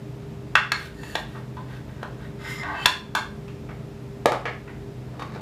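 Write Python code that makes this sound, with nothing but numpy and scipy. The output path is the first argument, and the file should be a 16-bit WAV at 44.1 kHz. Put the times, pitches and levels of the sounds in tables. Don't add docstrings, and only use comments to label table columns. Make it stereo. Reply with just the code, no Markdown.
import sys
import numpy as np
from scipy import signal
from scipy.fft import rfft, irfft
from scipy.io import wavfile
from scipy.ndimage import uniform_filter1d

SR = 44100
rng = np.random.default_rng(int(sys.argv[2]) if len(sys.argv) > 2 else 0)


def to_wav(s):
    ch = np.atleast_2d(s).T
    pcm = np.round(np.clip(ch, -1, 1) * 32767)
    wavfile.write(sys.argv[1], SR, pcm.astype(np.int16))


N = 238580

# pitch_hz, level_db, t60_s
DISH_MODES = [(584, -12, 0.099), (610, -1.5, 0.055), (687, 6, 0.024), (875, 1, 0.06), (1016, 1.5, 0.045),
              (1137, 4, 0.031), (1314, 3, 0.023), (1478, 9, 0.019), (1618, 6.5, 0.032), (1803, 1, 0.038),
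              (1876, 7.5, 0.027), (2135, -1.5, 0.042), (2650, -11, 0.019), (2586, -6.5, 0.12),
              (2736, 3, 0.023), (3300, -21, 0.014), (3114, 16.5, 0.0076), (3360, 11, 0.014),
              (3515, 19, 0.01), (4070, 3.5, 0.018), (4325, 5, 0.027), (4443, 10, 0.0079),
              (5440, 4.5, 0.033), (5400, -24, 0.0039), (6880, 0, 0.032)]
# pitch_hz, level_db, t60_s
WORKTOP_MODES = [(298, -25, 0.11), (370, -20, 0.0068), (487, 10.5, 0.046), (569, -30, 0.0045),
                 (704, 5, 0.026), (834, 11.5, 0.015), (1010, 2, 0.011), (1157, 23.5, 0.0092),
                 (1260, -38, 0.0074), (1650, 13, 0.02), (2170, 12, 0.013), (2570, -16, 0.0052),
                 (3400, -9, .006), (3860, 14.5, 0.008)]


def amp(db):
    return 10 ** (np.asarray(db) / 20)


def rms_one(x):
    return x / np.sqrt(np.mean(x ** 2) + 1e-20)


def envelope(points):
    times, level_db = np.transpose(points)
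    t = np.arange(N) / SR
    gate = np.clip(np.minimum(t - times[0], times[-1] + .02 - t) / .02, 0, 1)
    return gate * amp(np.interp(t, times, level_db))


def at_hz(points, hz):
    pitches, values = np.transpose(points)
    return np.interp(np.log(hz), np.log(pitches), values)


def butter(x, order, hz, kind):
    return signal.sosfilt(signal.butter(order, hz, kind, fs=SR, output="sos"), x)


def ring(x, hz, t60):
    r, w = amp(-60 / (t60 * SR)), 2 * np.pi * hz / SR
    return signal.lfilter([0, np.sin(w)], [1, -2 * r * np.cos(w), r * r], x + 1e-18)


def stereo_bands(side_db, size):
    edges_hz = 30 * 2 ** np.arange(0, 9.6, .5)
    white = rng.standard_normal((2, 2, size))
    for k, (low, high) in enumerate(zip(edges_hz, edges_hz[1:])):
        mid, side = butter(white[k % 2], 2, [low, min(high, .49 * SR)], "band")
        hz = np.sqrt(low * high)
        yield hz, mid + amp(at_hz(side_db, hz)) * side * [[1], [-1]]


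def grit(per_s, spread_db):
    sizes = amp(spread_db * np.minimum(rng.exponential(1, N), 4)) * rng.choice([-1, 1], N)
    return rms_one(sizes * (rng.random(N) < per_s / SR))


def hum():
    # pitch_hz, density_db
    air_colour = [(18, -38), (50, 0), (72, -4), (100, -3.5), (160, -1), (230, -7), (330, -11), (450, -10.5),
                  (700, -17), (1100, -22.5), (2000, -27), (4000, -33.5), (8000, -41), (12000, -48),
                  (16000, -51)]
    # pitch_hz, side_over_mid_db
    air_side = [(60, -107), (180, -17), (550, -7.5), (1650, -3), (4970, -2), (15000, 0.5)]
    # pitch_hz, nominal_width_hz, rms_db
    resonances = [(84, 4.3, -53), (215.5, 24.6, -47), (296.1, 9.4, -50.5), (12060, 330, -76.5)]
    # pitch_hz, level_db
    motor = [(53.5, -54), (126.6, -43), (153.3, -48), (400.4, -49.5)]
    air = sum(band * amp(at_hz(air_colour, hz)) for hz, band in stereo_bands(air_side, size=N))
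    push = rng.standard_normal(N + SR)
    drones = sum(amp(db) * rms_one(ring(push, hz, 2.9 / width)[SR:]) for hz, width, db in resonances)
    tones, t = 0, np.arange(N) / SR
    for hz, db in motor:
        steady = np.sqrt(2) * np.sin(2 * np.pi * (hz * t + rng.random()))
        waver = 0.54 * rms_one(ring(push, hz, t60=0.65)[SR:])
        tones = tones + amp(db) * (steady + waver)
    return amp(-41) * rms_one(air) + drones + tones


def blows(events, modes, crack_s, crack_db, scatter_db, scuff, bass_db):
    contact_s, thud_hz = 0.0013, 569
    out, t = np.zeros((2, N)), np.arange(SR // 4) / SR
    hz, level_db, t60 = np.array(modes).T[:, :, None]
    bins_hz = np.arange(1, len(t) // 2 + 2) * SR / len(t)
    for start_s, thud_db, tick_db, tick_hz, fall_db, spot_hz, direct_db in events:
        def drive(f):
            thud_octaves, tick_octaves = np.log2(f / thud_hz), np.log2(f / tick_hz)
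            thud = amp(thud_db + np.minimum(-bass_db * thud_octaves / 2, -9 * thud_octaves))
            tick = amp(tick_db + np.minimum(11 * tick_octaves, -fall_db * tick_octaves))
            spot = amp(9 * np.exp(-(np.log2(f / spot_hz) / 0.084) ** 2))
            return spot * np.hypot(thud, tick)
        strength = drive(hz) * amp(level_db + scatter_db * rng.standard_normal(hz.shape))
        phase = scuff * rng.uniform(0, 2 * np.pi, hz.shape)
        body = np.sum(strength * amp(-60 * t / t60) * np.sin(2 * np.pi * hz * t + phase), axis=0)
        jitter = np.interp(np.sqrt(bins_hz), np.linspace(0, 150, 60), rng.random(60))
        lag_s = contact_s + crack_s * np.sqrt(bins_hz / 2000) * jitter
        smear = np.exp(-2j * np.pi * np.cumsum(lag_s) * bins_hz[0])
        click = irfft(drive(bins_hz) / np.sqrt(bins_hz) * smear, len(t))
        crack = amp(max(thud_db, tick_db) + crack_db) * rms_one(click) * (t < .05)
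        blow = (body + crack) * (1 - np.exp(-t / contact_s))
        i = round(start_s * SR)
        out[:, i:i + len(t)] += (blow * amp([[min(direct_db, 0)], [0]]))[:, :N - i]
    return out


def spoon_clinks():
    # start_s, thud_db, tick_db, tick_hz, fall_db_per_octave, spot_hz, direct_db (capped at 0)
    clinks = [(0.553, -33, -11, 1580, 9, 2700, -2.1), (0.718, -38, -19, 1600, 5.5, 4330, 1),
              (1.033, -46, -43.5, 1900, 8, 2700, 0), (1.153, -23, -24, 1680, 5.5, 3800, -0.8),
              (1.349, -33.5, -39.5, 1100, 13, 1010, -11), (1.568, -34.5, -40.5, 1110, 7.5, 1010, -8),
              (2.029, -31.5, -37, 1070, 5, 1010, -1.2), (2.632, -50, -31.5, 1590, 10.5, 1500, -3),
              (2.857, -19.5, -12.5, 1710, 2.5, 1030, 0), (3.15, -31, -19, 1050, 2, 1724, -5)]
    return blows(clinks, DISH_MODES,
                 crack_s=0.001585, crack_db=-13.5, scatter_db=2.5, scuff=0.95, bass_db=-16)


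def swell(start_s, rise_s, hold_s, db, lift_s=0.052):
    full_s, faint_db = start_s + rise_s, db - 15.5
    release_s = full_s + hold_s
    return envelope([(start_s, faint_db), (full_s, db), (release_s, db), (release_s + lift_s, faint_db)])


def spoon_scraping():
    # start_s, rise_s, hold_s, level_db, brightness_db_per_layer
    strokes = [(0.742, 0.038, 0.082, -47, 2.8), (0.925, 0.13, 0.15, -57.5, 7.5), (1.26, 0.028, 0.1, -55, 1),
               (1.557, .025, 0.031, -63, -4), (1.668, 0.021, 0.075, -49, -2),
               (1.853, 0.033, 0.032, -54.5, -3), (1.945, .055, .03, -54.5, -7),
               (2.156, 0.057, .05, -49.5, -4), (2.372, 0.083, 0.018, -40, -2.5),
               (2.463, 0.037, 0.05, -49.5, 6), (2.607, 0.047, 0.13, -36, -10.5),
               (2.778, 0.068, .022, -42.5, 0)]
    # grinding_db, rubbing_db, rasp_db, hiss_db
    layers_db = [-10, -2.5, -4.5, -12.5]
    *gains, hiss_gain = sum(swell(*stroke) * amp(layers_db + bright_db * np.arange(-1, 3))[:, None]
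                            for *stroke, bright_db in strokes)
    slips = grit(3500, spread_db=2.5)
    out = hiss_gain * rms_one(butter(grit(3500, spread_db=3), 2, [5000, 15000], "band"))
    bands_hz = [(600, 1250), (1250, 2200), (2200, 4000)]
    t60_scales = [.45, .6, .3]
    for (low, high), gain, t60_scale in zip(bands_hz, gains, t60_scales):
        body = sum(amp(db) * ring(slips, hz, t60_scale * t60) * (-1) ** k
                   for k, (hz, db, t60) in enumerate(DISH_MODES) if low < hz < high)
        out = out + gain * rms_one(body)
    return out


def spoon_singing():
    # start_s, rise_s, hold_s, level_db
    strokes = [(0.928, 0.11, 0.128, -40), (2.382, 0.1, .14, -37.5), (2.728, 0.091, 0.035, -45)]
    # pitch_hz, width_hz, level_db
    stroke_modes = [
        [(1790, 57, -7), (2710, 34, -19), (4470, 310, -16), (6950, 200, -18)],
        [(1310, 38, -15), (1890, 74, -17), (2072, 22, 1), (3230, 110, -19), (3680, 1100, -15),
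         (5100, 130, -12.5), (6930, 110, -16), (10200, 300, -27)],
        [(2650, 39, 1.5), (3080, 52, 4), (4530, 200, -3.5), (6960, 250, -13)],
    ]
    out, friction = 0, grit(2500, spread_db=4)
    for stroke, modes in zip(strokes, stroke_modes):
        song = sum(amp(db) * rms_one(ring(friction, hz, 2.2 / width)) for hz, width, db in modes)
        out = out + swell(*stroke, lift_s=0.021) * song
    return out


def worktop_knocks():
    # start_s, thud_db, tick_db, tick_hz, fall_db_per_octave, spot_hz, direct_db
    knocks = [(3.48, -52, -41.5, 2300, 11.4, 2150, -7.5), (3.689, -38.5, -37.5, 1830, 14, 1230, -11),
              (4.257, -9.5, -25.5, 3030, 3.4, 570, -2.2), (4.319, -18.5, -33, 2800, 4.9, 810, -5),
              (4.454, -21, -21.5, 2050, 12.9, 1250, -9.5), (4.674, -43.5, -36.5, 1940, 22, 970, -24.5),
              (5.138, -39.5, -63, 2400, 6, 670, -14), (5.359, -35.5, -57, 2200, 6.1, 370, -4)]
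    return blows(knocks, WORKTOP_MODES,
                 crack_s=0.001, crack_db=-9, scatter_db=-1.0, scuff=0.22, bass_db=-18)


def plate_sliding():
    # time_s, level_db
    slide = [(4.9, -76), (5.118, -63), (5.364, -46.5), (5.41, -58)]
    slips = grit(1200, spread_db=5)
    grating = sum(amp(db + 1.7 * np.log2(hz / 500)) * ring(slips, hz, 0.33 * t60)
                  for hz, db, t60 in WORKTOP_MODES)
    return envelope(slide) * rms_one(grating)


def plate_nudges():
    # start_s, thud_db, tick_db, tick_hz, fall_db_per_octave, spot_hz, direct_db
    nudges = [(5.193, -33.5, -35.5, 1190, 5.7, 800, -7), (5.219, -42, -35.5, 1000, 6.9, 1110, -1.5)]
    # pitch_hz, level_db, t60_s
    modes = [(810, -10, 0.021), (1128, 4, 0.025), (1480, -11, 0.041), (1906, -2, 0.088), (2590, 2, 0.028),
             (3700, 9, 0.044), (4500, 8, 0.04), (5100, -9, 0.032), (6300, 2, 0.089)]
    return blows(nudges, modes, crack_s=0.00507, crack_db=-9.5, scatter_db=1.0, scuff=0.72, bass_db=-11)


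def kitchen_echo(x):
    # pitch_hz, t60_s
    decay = [(300, 0.24), (1000, 0.35), (3000, 0.34), (6000, 0.32), (14000, 0.31)]
    # pitch_hz, level_db
    colour = [(200, 5), (600, 4), (2000, 5.5), (5000, 3), (9000, -1.5), (14000, -8.5)]
    # pitch_hz, side_over_mid_db
    side = [(60, -37), (180, -27), (550, -28), (1650, -20), (4970, -7), (15000, 2.5)]
    room_db, onset_s = -6, 0.0017
    t = np.arange(SR // 2) / SR
    echo = sum(band * amp(at_hz(colour, hz) - 60 * t / at_hz(decay, hz))
               for hz, band in stereo_bands(side, size=len(t)))
    echo = echo * np.clip(t / onset_s, 0, 1) ** 2
    echo = amp(room_db) * echo / np.sqrt(np.sum(echo ** 2) / 2)
    return signal.fftconvolve(x[None], echo, axes=1)[:, :N]


def scene():
    hits = spoon_clinks() + worktop_knocks() + plate_nudges()
    direct, to_room = hits + spoon_scraping() + spoon_singing() + plate_sliding()
    port_lag_s = 1.6e-5
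    hz = np.arange(N // 2 + 1) * SR / N
    port_shift = np.exp(1j * np.pi * hz * port_lag_s * np.array([[1], [-1]]))
    return irfft(rfft(direct) * port_shift, N) + kitchen_echo(to_room) + hum()


def record(dry):
    threshold_db, squeeze, recover_db_per_s = -27, 0.15, 33
    level_db = 10 * np.log10(uniform_filter1d(np.mean(dry ** 2, axis=0), size=441) + 1e-9)
    recovery_db = recover_db_per_s * np.arange(N) / SR
    held_db = np.maximum.accumulate(level_db + recovery_db) - recovery_db
    excess_db = np.maximum(held_db - threshold_db, 0)
    duck_db = signal.lfilter([.004], [1, -.996], -squeeze * excess_db)
    lean = butter(dry * amp(duck_db), 10, 48, "high")
    soft = butter(lean, 6, 15200, "low")
    top_cut = signal.cheby2(12, 70, 16400, fs=SR, output="sos")
    return signal.sosfilt(top_cut, np.clip(soft, -.93, .93))


dry = scene()
out = record(dry)
to_wav(out)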